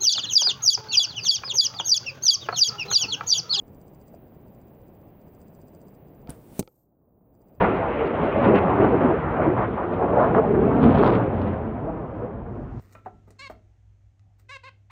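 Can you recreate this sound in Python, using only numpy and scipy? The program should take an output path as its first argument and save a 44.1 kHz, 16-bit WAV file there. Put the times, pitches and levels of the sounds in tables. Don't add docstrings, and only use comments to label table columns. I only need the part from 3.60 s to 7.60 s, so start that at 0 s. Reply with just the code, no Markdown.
import sys
import numpy as np
from scipy import signal
from scipy.fft import rfft, irfft
from scipy.io import wavfile
from scipy.ndimage import uniform_filter1d, minimum_filter1d

SR = 44100
rng = np.random.default_rng(int(sys.argv[2]) if len(sys.argv) > 2 else 0)


def unload_wav(signal):
    wavfile.write(
        sys.argv[1],
        SR,
        np.round(np.clip(np.atleast_2d(signal).T, -1, 1) * 32767).astype(np.int16),
    )


N = 176400
T = np.arange(N) / SR
RELEASE_S, HIT_S = 2.693, 2.9929

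# frequency in Hz, relative density in dB.
WIND_SPECTRUM = [(20, -11.5), (45, -3), (90, 0.5), (160, 1.5), (400, -4.5), (660, -9), (1100, -21.5),
                 (1600, -36.5), (3000, -57), (6000, -79)]
# frequency in Hz, relative density in dB.
HISS_SPECTRUM = [(900, -8.5), (1500, 0), (2600, -4.5), (4000, -17), (11800, -42), (12600, -14.5),
                 (14500, -12), (15500, -40)]
# time in seconds, gain in dB.
HISS_DIP = [(3.05, -0.5), (3.33, -26.5), (3.9, -3)]

# time in seconds, level in dB.
TICK_LEVELS = [(0, -59.5), (.5, -57.5), (.7, -70), (.92, -64), (1.17, -69), (1.3, -64.5), (1.45, -71),
               (1.8, -59.5), (2.25, -56), (2.55, -67.5), (3.15, -66), (3.3, -82), (3.68, -86),
               (3.76, -63.5)]
TICK_GAPS = [.614, 1.548, 2.415]
# frequency in Hz, gain in dB, t60 in seconds.
TICK_RESONANCES = [(4850, -7, .008), (6150, -12, 0.009), (7450, -4.5, .006), (8460, -2, 0.0052)]
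# frequency in Hz, relative density in dB.
TICK_RUSTLE_SPECTRUM = [(4000, -21), (4850, 5.5), (5400, -14), (6100, 1.5), (6550, -13), (7100, 1.5),
                        (8900, 0.5), (9500, -41)]
# frequency in Hz, rms level in dB.
WHINE_TONES = [(14955, -76), (15315, -78.5), (15375, -77.5), (15434, -82.5)]
# frequency in Hz, relative density in dB.
WHINE_SPECTRUM = [(14000, -44.5), (14800, 5), (15650, 1), (16000, -42)]

# start in seconds, level in dB, attack and t60 in seconds, centre and width in Hz.
ARROW_RUBS = [(0.54, -45, 0.0021, 0.026, 630, 300), (2.674, -47.5, .008, 0.12, 770, 250),
              (2.6912, -47.5, .005, .06, 8500, 13500), (2.7041, -35, .0003, .009, 9600, 1700),
              (2.704, -57.5, .002, 0.09, 8700, 1700), (2.682, -50, 0.014, 0.2, 1050, 1160)]
# start in seconds, strength in dB, contact in seconds.
SHAFT_CLACKS = [(2.6738, -38.5, .00016), (2.7043, -37.5, .00008)]
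# frequency in Hz, gain in dB, t60 in seconds.
SHAFT_RESONANCES = [(500, -3.5, 0.047), (850, -8, 0.029), (1305, -9.5, 0.019), (2370, -8.5, .009),
                    (3300, -3.5, 0.0029), (4400, -6, .004)]
# start in seconds, strength in dB, contact in seconds.
STRING_BLOWS = [(2.6908, -28.5, 0.0021), (2.6982, -39.5, 0.0019)]
# frequency in Hz, gain in dB, t60 in seconds.
BOW_RESONANCES = [(65, -6, .2), (154, -3, 0.061), (238, -1.5, 0.064), (287, -3.5, .06), (421, -12.5, 0.066),
                  (548, -16.5, .2), (686, -7, .12), (1130, -15, .1)]
# frequency in Hz, relative density in dB.
FLIGHT_SPECTRUM = [(600, -9), (2700, -8), (4000, -11.5), (7100, -12.5), (8500, -5), (11300, -11),
                   (15600, -4.5), (16000, -30)]

# start in seconds, strength in dB, contact in seconds.
POST_KICKS = [(2.9927, -16.5, .0005), (2.9972, -16.5, .0012), (3.0078, -21, .0005), (3.026, -28, .002),
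              (3.052, -36.5, .002)]
# frequency in Hz, gain in dB, t60 in seconds.
POST_RESONANCES = [(42, -10, .36), (137, -2.5, .04), (201, -2, 0.037), (293, -1, .06), (368, -4.5, .04),
                   (482, -8, .035), (608, -12, 0.032), (809, -15, 0.021)]
# start in seconds, level in dB, t60 in seconds.
SPLITS = [(2.9929, -21.5, .007), (2.9942, -25.5, 0.033), (2.9976, -32.5, 0.043), (3.022, -52, 0.19)]
# frequency in Hz, relative density in dB.
CRUNCH_SPECTRUM = [(1200, -7.5), (1700, -8.5), (2400, -1.5), (3300, -6.5), (4200, -0.5), (5200, -6),
                   (6300, 4.5), (7200, 0.5), (8700, 6), (10300, -5), (12500, -5), (14800, 3),
                   (16500, -10.5)]
# frequency in Hz, gain in dB, t60 in seconds.
POINT_RESONANCES = [(6380, 3, 0.044), (7800, -1.5, 0.031), (8160, -3, .035), (9340, -4, .04),
                    (14800, 1.5, .04)]
# frequency in Hz, relative density in dB.
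FEATHER_SPECTRUM = [(4000, -22.5), (8900, -9), (10300, -33), (12200, -1), (13200, 2.5), (16000, -11)]
# start in seconds, strength in dB, contact in seconds.
SHAFT_KNOCKS = [(3.0277, -27, .00004), (3.0763, -24, .00008), (3.0813, -27, 0.00072)]


def from_db(db):
    return 10 ** (np.asarray(db) / 20)


def butterworth(x, order, hz, kind):
    return signal.sosfilt(signal.butter(order, hz, kind, fs=SR, output="sos"), x)


def noise(spectrum):
    hz, db = np.transpose(spectrum)
    f = np.maximum(np.arange(N // 2 + 1) * SR / N, 1)
    skirt = np.minimum(f / hz[0], 1) ** 2
    colour = from_db(np.interp(np.log(f), np.log(hz), db))
    x = irfft(rfft(rng.standard_normal(N)) * skirt * colour, N)
    return x / x.std()


def burst(start, attack, t60, hold=0):
    rise = np.clip((T - start) / attack, 0, 1)
    return rise * from_db(-60 * np.maximum(T - start - attack - hold, 0) / t60)


def pushes(rows):
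    force = np.zeros(N)
    for start, db, contact in rows:
        shape = np.hanning(int(contact * SR) + 3)[1:-1]
        i = int(start * SR)
        force[i:i + len(shape)] += from_db(db) * shape / shape.sum()
    return force


def ring(force, modes):
    out = 0
    for hz, db, t60 in modes:
        r, w = from_db(-60 / (t60 * SR)), 2 * np.pi * hz / SR
        mode = signal.lfilter([0, np.sin(w)], [1, -2 * r * np.cos(w), r * r], force + 1e-18)
        out = out + from_db(db) * mode
    return out


def wind():
    sway_db = 0.61 * noise([(2, 0), (12, -6), (60, -60), (300, -140)])
    flutter_db = 0.92 * noise([(15, 0), (70, 0), (400, -60)])
    hiss = from_db(-73.5 + np.interp(T, *np.transpose(HISS_DIP))) * noise(HISS_SPECTRUM)
    return from_db(-49.3 + sway_db + flutter_db) * noise(WIND_SPECTRUM) + hiss


def camera_ticking():
    first_s, period_s, bounce_s, rustle_s = .0136, .066733, .00081, .015
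    times = np.arange(first_s, T[-1] - period_s / 2, period_s)
    levels = np.interp(times, *np.transpose(TICK_LEVELS)) + rng.normal(0, 1.6, len(times))
    missed = np.abs(times[:, None] - TICK_GAPS).min(axis=1) < period_s / 2
    levels = np.where(missed, -120, levels)
    steps = pushes([(s, db, 0) for s, db in zip(times, levels)])
    bounces = pushes([(s + bounce_s, db - 3, 0) for s, db in zip(times, levels)])
    ticks = butterworth(ring(steps + bounces, TICK_RESONANCES), 8, [4200, 9000], "band")
    nearest = np.clip(np.round((T - first_s) / period_s).astype(int), 0, len(times) - 1)
    full_db, share = -57, 0.82
    rustle_db = full_db - 19.5 + share * (levels[nearest] - full_db)
    swell = np.exp(-.5 * ((T - times[nearest]) / rustle_s) ** 2)
    return ticks + from_db(rustle_db) * swell * noise(TICK_RUSTLE_SPECTRUM)


def camera_whine():
    tones = sum(np.sqrt(2) * from_db(db) * np.sin(2 * np.pi * (hz * T + rng.random()))
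                for hz, db in WHINE_TONES)
    buzz = 1 + .7 * np.sin(2 * np.pi * 59.94 * T)
    return tones + from_db(-73) * buzz * noise(WHINE_SPECTRUM)


def bow():
    rubs = 0
    for start, db, attack, t60, hz, width in ARROW_RUBS:
        edges = np.clip([hz - width / 2, hz + width / 2], 200, .45 * SR)
        friction = butterworth(rng.standard_normal(N), 2, edges, "band")
        rubs = rubs + from_db(db) * burst(start, attack, t60) * friction / friction.std()
    clacks = ring(pushes(SHAFT_CLACKS), SHAFT_RESONANCES)
    thump = ring(pushes(STRING_BLOWS), BOW_RESONANCES)
    return rubs + clacks + butterworth(thump, 2, 55, "high")


def arrow_flight():
    archer_m, post_m, falloff = 18, 3.5, 1.8
    distance = np.interp(T, [RELEASE_S, HIT_S], [archer_m, post_m])
    airborne = (T > RELEASE_S) & (T < HIT_S)
    direct = from_db(-51.5) * (post_m / distance) ** falloff * airborne
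    cliff = from_db(-60) * burst(RELEASE_S, attack=0.013, t60=0.37)
    return np.hypot(direct, cliff) * noise(FLIGHT_SPECTRUM)


def post_thud():
    thud = ring(pushes(POST_KICKS), POST_RESONANCES)
    thud = butterworth(thud, 2, 77, "high")
    return butterworth(thud, 4, 1010, "low")


def point_crunch():
    tearing = sum(from_db(db) * burst(start, 0.00014, t60) for start, db, t60 in SPLITS)
    roughness = 0.25
    grain = np.exp(roughness * noise([(300, 0), (1500, 0), (6000, -40)]) - roughness ** 2)
    point = ring(pushes([(HIT_S, -41.5, 0)]), POINT_RESONANCES)
    return tearing * grain * noise(CRUNCH_SPECTRUM) + point


def feather_rustle():
    patches_db = 2 * noise([(15, 0), (50, 0), (200, -60)])
    quiver = burst(HIT_S, attack=.09, t60=0.24, hold=0.13)
    return from_db(-57.5 + patches_db) * quiver * noise(FEATHER_SPECTRUM)


def shaft_knocks():
    return ring(pushes(SHAFT_KNOCKS), SHAFT_RESONANCES)


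def scene():
    background = wind() + camera_ticking() + camera_whine()
    shot = bow() + arrow_flight()
    hit = post_thud() + point_crunch() + feather_rustle() + shaft_knocks()
    return (background + shot + hit)[None]


def record(dry):
    threshold_db, duck_db_per_db, max_duck_db = -25.5, 4, 17
    attack_s, hold_s, recovery_db_per_s, cutoff_hz = .03, 0.28, 20.5, 16100
    level_db = 10 * np.log10(np.abs(uniform_filter1d(dry[0] ** 2, size=256)) + 1e-12)
    wanted_db = np.clip((level_db - threshold_db) * duck_db_per_db, 0, max_duck_db)
    half_hold = int(hold_s * SR / 2)
    held_db = -minimum_filter1d(-wanted_db, 2 * half_hold + 1, origin=half_hold, mode="constant")
    recovery_db = recovery_db_per_s * T
    duck_db = np.maximum.accumulate(held_db + recovery_db) - recovery_db
    pole = np.exp(-1 / (attack_s * SR))
    gain = from_db(-signal.lfilter([1 - pole], [1, -pole], duck_db))
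    return signal.sosfilt(signal.ellip(10, .1, 80, cutoff_hz, fs=SR, output="sos"), dry * gain)


dry = scene()
out = record(dry)
unload_wav(out)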